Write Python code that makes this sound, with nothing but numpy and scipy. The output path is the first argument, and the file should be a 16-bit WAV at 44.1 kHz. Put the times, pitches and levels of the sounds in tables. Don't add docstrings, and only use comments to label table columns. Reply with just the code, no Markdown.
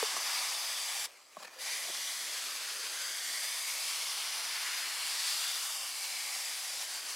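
import sys
import numpy as np
from scipy import signal
from scipy.fft import rfft, irfft, next_fast_len
from scipy.io import wavfile
from scipy.ndimage import uniform_filter1d, map_coordinates

SR = 44100
rng = np.random.default_rng(int(sys.argv[2]) if len(sys.argv) > 2 else 0)


def ratio(d):
    e = np.asarray(d, float) / 20
    return 10 ** e


def inscribe(sig):
    pcm = np.round(np.clip(np.atleast_2d(sig).T, -1, 1) * 32767)
    wavfile.write(sys.argv[1], SR, pcm.astype(np.int16))


N = 315315


def unit(x):
    return x / np.sqrt(np.mean(x ** 2) + 1e-20)


def along(points, hz):
    f, v = np.transpose(points)
    return np.interp(np.log(hz + 1), np.log(f + 1), v)


def curves(rows, t):
    s, *cols = np.transpose(rows)
    return [np.interp(t, s, c) for c in cols]


def wobble(knots_per_s):
    knots = rng.standard_normal(int(N * knots_per_s / SR) + 4)
    return map_coordinates(knots, [np.arange(N) * knots_per_s / SR])


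def bump(x, centre, width):
    return np.exp(-((x - centre) / width) ** 2)


def filtered(x, response):
    m = next_fast_len(N + 8192)
    return irfft(rfft(x, m) * response(np.fft.rfftfreq(m, 1 / SR)), m)[..., :N]


def droplets(spiky_db):
    size = uniform_filter1d(rng.standard_normal(N), size=24)
    return unit(rng.standard_normal(N) * ratio(spiky_db * unit(size)))


def shaped(x, gain_db, patchy_db, streaky_db):
    hz, t, z = signal.stft(x, SR, nperseg=512, noverlap=384)

    def field(bins, frames):
        across_hz = uniform_filter1d(rng.standard_normal(z.shape), bins, 0)
        return unit(uniform_filter1d(across_hz, frames, 1))

    chance_db = patchy_db * field(bins=6, frames=30) + streaky_db * field(bins=2, frames=160)
    z = z * ratio(gain_db(hz[:, None], t) + chance_db)
    return signal.istft(z, SR, nperseg=512, noverlap=384)[1][:N]


# (frequency [Hz], density [dB per Hz])
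RUMBLE_SPECTRUM = [(12, -45), (20, 6), (86, 3), (124, 6.5), (225, -47), (250, 0.5), (320, -25), (550, -120)]
# (frequency [Hz], density [dB per Hz])
AIR_SPECTRUM = [(60, -30), (130, -18), (240, -8), (500, -3), (1500, -3), (3200, -11), (8400, -13),
                (15800, -30)]


def rumble():
    noise = rng.standard_normal((3, N))
    common, left, right = filtered(noise, lambda hz: ratio(along(RUMBLE_SPECTRUM, hz)))
    air = filtered(rng.standard_normal((2, N)), lambda hz: ratio(along(AIR_SPECTRUM, hz)))
    far = unit(np.array([common + 0.86 * left, common + 0.83 * right]))
    return ratio(-91.5) * far + ratio(-70.5) * unit(air)


# (frequency [Hz], density [dB per Hz])
FIZZ_SPECTRUM = [(120, -52), (200, -28), (268, -7), (316, -10), (372, -3.5), (447, -8), (537, 1),
                 (1340, -3.5), (2280, -0.5), (3530, -4.5), (4900, -4), (8800, -9), (15800, -20.5)]
# (time [s], level [dB])
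FOAM_LEVEL = [(1.07, -55), (1.27, -61), (1.36, -57), (1.42, -51), (1.49, -55.5), (1.57, -52), (2.9, -54),
              (5, -59), (7.15, -54.5)]
# (time [s], level over the fizz [dB])
VALVE_SPITS = [
    (1.431, 5),
    (1.451, 7),
    (1.477, 6),
]


def fizz_colour(hz, t):
    whistle_db = 12 * bump(hz, 1770, 70) + 6 * bump(hz, 2450, 150) - 2.5 * (hz > 3000)
    return along(FIZZ_SPECTRUM, hz) + bump(t, 1.46, .04) * whistle_db


def foam():
    t = np.arange(N) / SR
    fizz = unit(shaped(droplets(spiky_db=1.9), fizz_colour, patchy_db=2.1, streaky_db=1.24))
    spits_db = sum(db * bump(t, s, .007) for s, db in VALVE_SPITS)
    return fizz * ratio(curves(FOAM_LEVEL, t)[0] + spits_db + 0.73 + 0.41 * wobble(60))


# (time [s], peak [dB], ring [Hz], overtone re ring [dB], thud re peak [dB])
LEVER_KNOCKS = [(0.028, -21, 428, -27, -52), (0.139, -48, 300, -1, -17), (0.166, -36.5, 600, 10, -31),
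                (.176, -43.5, 342, -22, -23), (1.369, -35.5, 587, 2, -20), (1.403, -50, 540, 6, -18),
                (1.424, -48, 610, -2, -26), (1.429, -42, 580, 5, -29), (1.446, -45, 500, -4, -22),
                (1.48, -44, 1210, 5, -28), (1.887, -41, 587, -4, -18), (1.897, -44, 349, 2, -26)]


def knocks():
    rings, pushes, t = np.zeros(N + SR), np.zeros(N + SR), np.arange(SR // 8) / SR
    for s, db, hz, over_db, thud_db in LEVER_KNOCKS:
        t60 = 16.5 / hz
        turns = 2 * np.pi * hz * np.cumsum(1 + 0.51 * np.exp(-t / 0.0017)) / SR
        overtone = ratio(over_db + 5 * t / t60) * np.sin(2 * np.pi * 1.87 * hz * t)
        ring = (np.sin(turns) + overtone) * ratio(-60 * t / t60) * (1 - np.exp(-t / 0.0011))
        snap = 1.1 * np.sin(2 * np.pi * 900 * t) * ratio(-60 * t / 0.0062)
        tick = np.sin(2 * np.pi * 1800 * t) * ratio(-60 * t / 0.002)
        crack = ratio(-7 - 60 * t / .003) * rng.standard_normal(len(t))
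        sagging = 2 * np.pi * np.cumsum(150 + 150 * np.exp(-t / .012)) / SR
        push = np.sin(sagging) * bump(t, .012, .007)
        start = round(s * SR)
        rings[start:][:len(t)] += ratio(db) * (ring + snap + tick + crack)
        pushes[start:][:len(t)] += ratio(db + thud_db) * push
    low_cut = signal.butter(4, 330 / (SR / 2), "high", output="sos")
    return (signal.sosfilt(low_cut, rings) + pushes)[:N]


# (time [s], length [s], level [dB], frequency [Hz])
PUFFS = [
    (.172, .01, -70, 110),
    (1.465, .02, -57, 1780),
    (1.58, .012, -57, 1780),
    (1.58, .025, -58, 520),
]


def puffs():
    t = np.arange(N) / SR
    total = np.zeros(N)
    for s, length_s, db, hz in PUFFS:
        total += ratio(db + 2.7 * wobble(97)) * bump(t, s, length_s) * np.sin(2 * np.pi * hz * t)
    return total


# (frequency [Hz], width [Hz], gain [dB])
HOUSING_MODES = [(198, 47, -6), (776, 47, -0.5), (1135, 110, 3), (2250, 67, 2), (3920, 106, -3.5),
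                 (4930, 940, 1.5), (5300, 150, -1), (6690, 280, -1.5), (7260, 210, 0.5)]


def housing(hz):
    return sum(db * bump(hz, centre_hz, width_hz) for centre_hz, width_hz, db in HOUSING_MODES)


def echo(hz, share, delay_ms, top_hz):
    strength = np.clip(share, -.9, .9) / (1 + (hz / top_hz) ** 2)
    return 20 * np.log10(abs(1 + strength * np.exp(-2j * np.pi * hz * delay_ms / 1000)))


# (frequency [Hz], density [dB per Hz])
JET_SPECTRUM = [(88, -49), (150, -51), (264, -28), (397, -24), (756, -8), (2340, -2), (3880, -2),
                (4720, -0.5), (10500, -5.5), (15800, -19.5)]
# (time [s], depth in the froth [dB], surface echo share [ratio],
# surface delay [ms], wall echo share [ratio], wall delay [ms])
NOZZLE_PATH = [(0.0, -0.7, 0.057, 0.75, 0.15, 0.92), (0.5, -2.5, 0.31, 0.69, 0.093, 0.77),
               (1.0, -3.5, 0.36, 0.73, 0.03, 0.74), (1.7, -4, 0.15, 0.76, 0.13, 0.48),
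               (2.1, -4.09, 0.12, 0.72, 0.07, 0.36), (2.5, -3, 0.07, 0.81, 0.25, 0.8),
               (2.85, -3.5, 0.27, 0.68, 0.49, 0.66), (3.3, -5, 0.41, 0.78, 0.25, 0.56),
               (3.75, -5.5, 0.22, 0.68, 0.23, 0.43), (4.15, -3.5, 0.042, 0.7, 0.14, 0.27),
               (4.6, -2.5, 0.0058, 0.71, 0.19, 0.66), (4.95, -3, 0.19, 0.88, 0.22, 0.94),
               (5.3, -4.5, 0.0, 0.46, 0.04, 0.27), (5.7, -5, 0.21, 0.45, 0.26, 0.3),
               (6.1, -5, 0.2, 0.66, 0.24, 0.43), (6.45, -5, 0.27, 0.7, 0.12, 0.48),
               (6.8, -5, 0.15, 0.75, 0.02, 0.57), (7.15, -3.11, 0.2, 0.72, 0.37, 0.7)]
# (frequency [Hz], gain per dB of depth [dB/dB])
DEPTH_TILT = [(500, 2), (900, 1), (2500, 0.43), (6000, 0), (9000, -0.56)]
# (time [s], length [s], frequency [Hz], width [Hz], gain [dB])
BUCKET_SPOTS = [(0.62, 0.18, 2160, 250, -5.5), (1.72, 0.066, 2270, 290, 8.5), (2.1, 0.16, 2670, 150, -10),
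                (2.8, .2, 450, 100, 15), (4.197, 0.17, 3340, 350, 4.5), (4.74, 0.21, 1960, 450, 5.5),
                (5.0, 0.16, 6200, 500, -4), (5.32, 0.15, 4170, 1250, 3), (5.76, .1, 4100, 210, -12),
                (5.8, 0.43, 2550, 120, -7), (4.4, 0.35, 7800, 1200, -3), (2.2, .2, 2100, 130, 5),
                (2.35, .3, 880, 100, -7), (2.63, .2, 3500, 180, 2.5), (3.15, .15, 1500, 130, 7),
                (3.6, .2, 3400, 160, 2.5), (4.2, .15, 1480, 130, -2.5), (4.4, 0.23, 990, 120, 3),
                (4.35, 0.28, 6400, 350, -2), (5.4, 0.26, 2080, 330, 2.5), (6.5, 0.86, 770, 83, 5),
                (6.55, .12, 1550, 110, 7), (5.7, 0.61, 13000, 1600, 1), (2.1, .2, 3300, 200, 3.5)]


def spray_colour(hz, t):
    depth_db, surface, surface_ms, wall, wall_ms = curves(NOZZLE_PATH, t)
    colour = along(JET_SPECTRUM, hz) + housing(hz)
    colour = colour + (depth_db + 4) * along(DEPTH_TILT, hz)
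    colour = colour + echo(hz, -surface, surface_ms, top_hz=5200) + echo(hz, wall, wall_ms, top_hz=3000)
    for s, length_s, spot_hz, width_hz, db in BUCKET_SPOTS:
        colour = colour + db * bump(t, s, length_s) * bump(hz, spot_hz, width_hz)
    return colour


# (time [s], hiss level [dB])
FLOW_LEVEL = [(0, -34), (.15, -36.5), (.356, -34.5), (.77, -37.5), (1.05, -36.5), (1.78, -37.5),
              (1.81, -39), (2.1, -38), (2.76, -40), (3.04, -38.5), (3.88, -36), (3.93, -36.5), (4.77, -37),
              (4.92, -37.5), (5.28, -34.5), (5.9, -39), (6.32, -38), (7.15, -41)]
# (time [s], length [s], gain [dB])
JET_SURGES = [
    (0.171, 0.0088, 2.5),
    (3.154, 0.08, -2),
    (5.937, 0.025, -1),
    (6.04, 0.022, 1.5),
    (6.82, 0.028, 2),
    (6.86, .03, -1),
    (6.95, .04, 1),
    (7.015, .03, -1.5),
    (7.097, 0.024, 1.5),
]


def spray():
    release_s, closing_db_per_s = 1.0565, 1300
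    press_s, opening_s, first_share = 1.585, 0.048, 0.27
    t = np.arange(N) / SR
    closing = ratio(-closing_db_per_s * np.clip(t - release_s, 0, 1))
    since_s = np.clip(t - press_s, 0, 9)
    opening = 1 - (1 - first_share) * np.exp(-since_s / opening_s) - first_share * np.exp(-since_s / .004)
    surges_db = sum(db * bump(t, s, length_s) for s, length_s, db in JET_SURGES)
    flutter_db = 0.16 * wobble(14) + 0.44 * wobble(45)
    jet = unit(shaped(droplets(spiky_db=0.0), spray_colour, patchy_db=0.79, streaky_db=1.2))
    return jet * (closing + opening) * ratio(curves(FLOW_LEVEL, t)[0] + surges_db + 0.33 + flutter_db)


# (frequency [Hz], left-right difference [dB])
LEFT_LEAN = [(1300, 0), (2000, .9), (2600, 1.5), (3600, 1.1), (4800, .7), (7000, .2), (9000, 0)]
# (frequency [Hz], side re mid [dB])
DIFFUSE_SPREAD = [(300, -34), (900, -35), (1600, -36), (2400, -29), (3500, -26), (5000, -20), (6200, -31),
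                  (8000, -26), (15000, -30)]


def scene():
    mid = spray() + foam() + knocks() + puffs()
    lean = filtered(mid, lambda hz: np.tanh(along(LEFT_LEAN, hz) * np.log(10) / 40))
    lean = lean * np.interp(np.arange(N) / SR, [0, 4.2, 4.8, 7.15], [1.2, 1.1, 1.8, 1.2])
    scatter = rng.standard_normal(2000) * ratio(-60 * np.arange(2000) / 2000)
    diffuse = signal.fftconvolve(mid, scatter / np.linalg.norm(scatter))[:N]
    spread = shaped(diffuse, lambda hz, s: along(DIFFUSE_SPREAD, hz) + .3, patchy_db=5.0, streaky_db=5)
    side = lean + spread
    return np.array([mid + side, mid - side]) + rumble()


def roll_off(x):
    return signal.sosfilt(signal.butter(12, 16010, fs=SR, output="sos"), x)


def record(dry):
    mix = filtered(dry, lambda hz: hz < 15830)
    return roll_off(mix)


dry = scene()
out = record(dry)
inscribe(out)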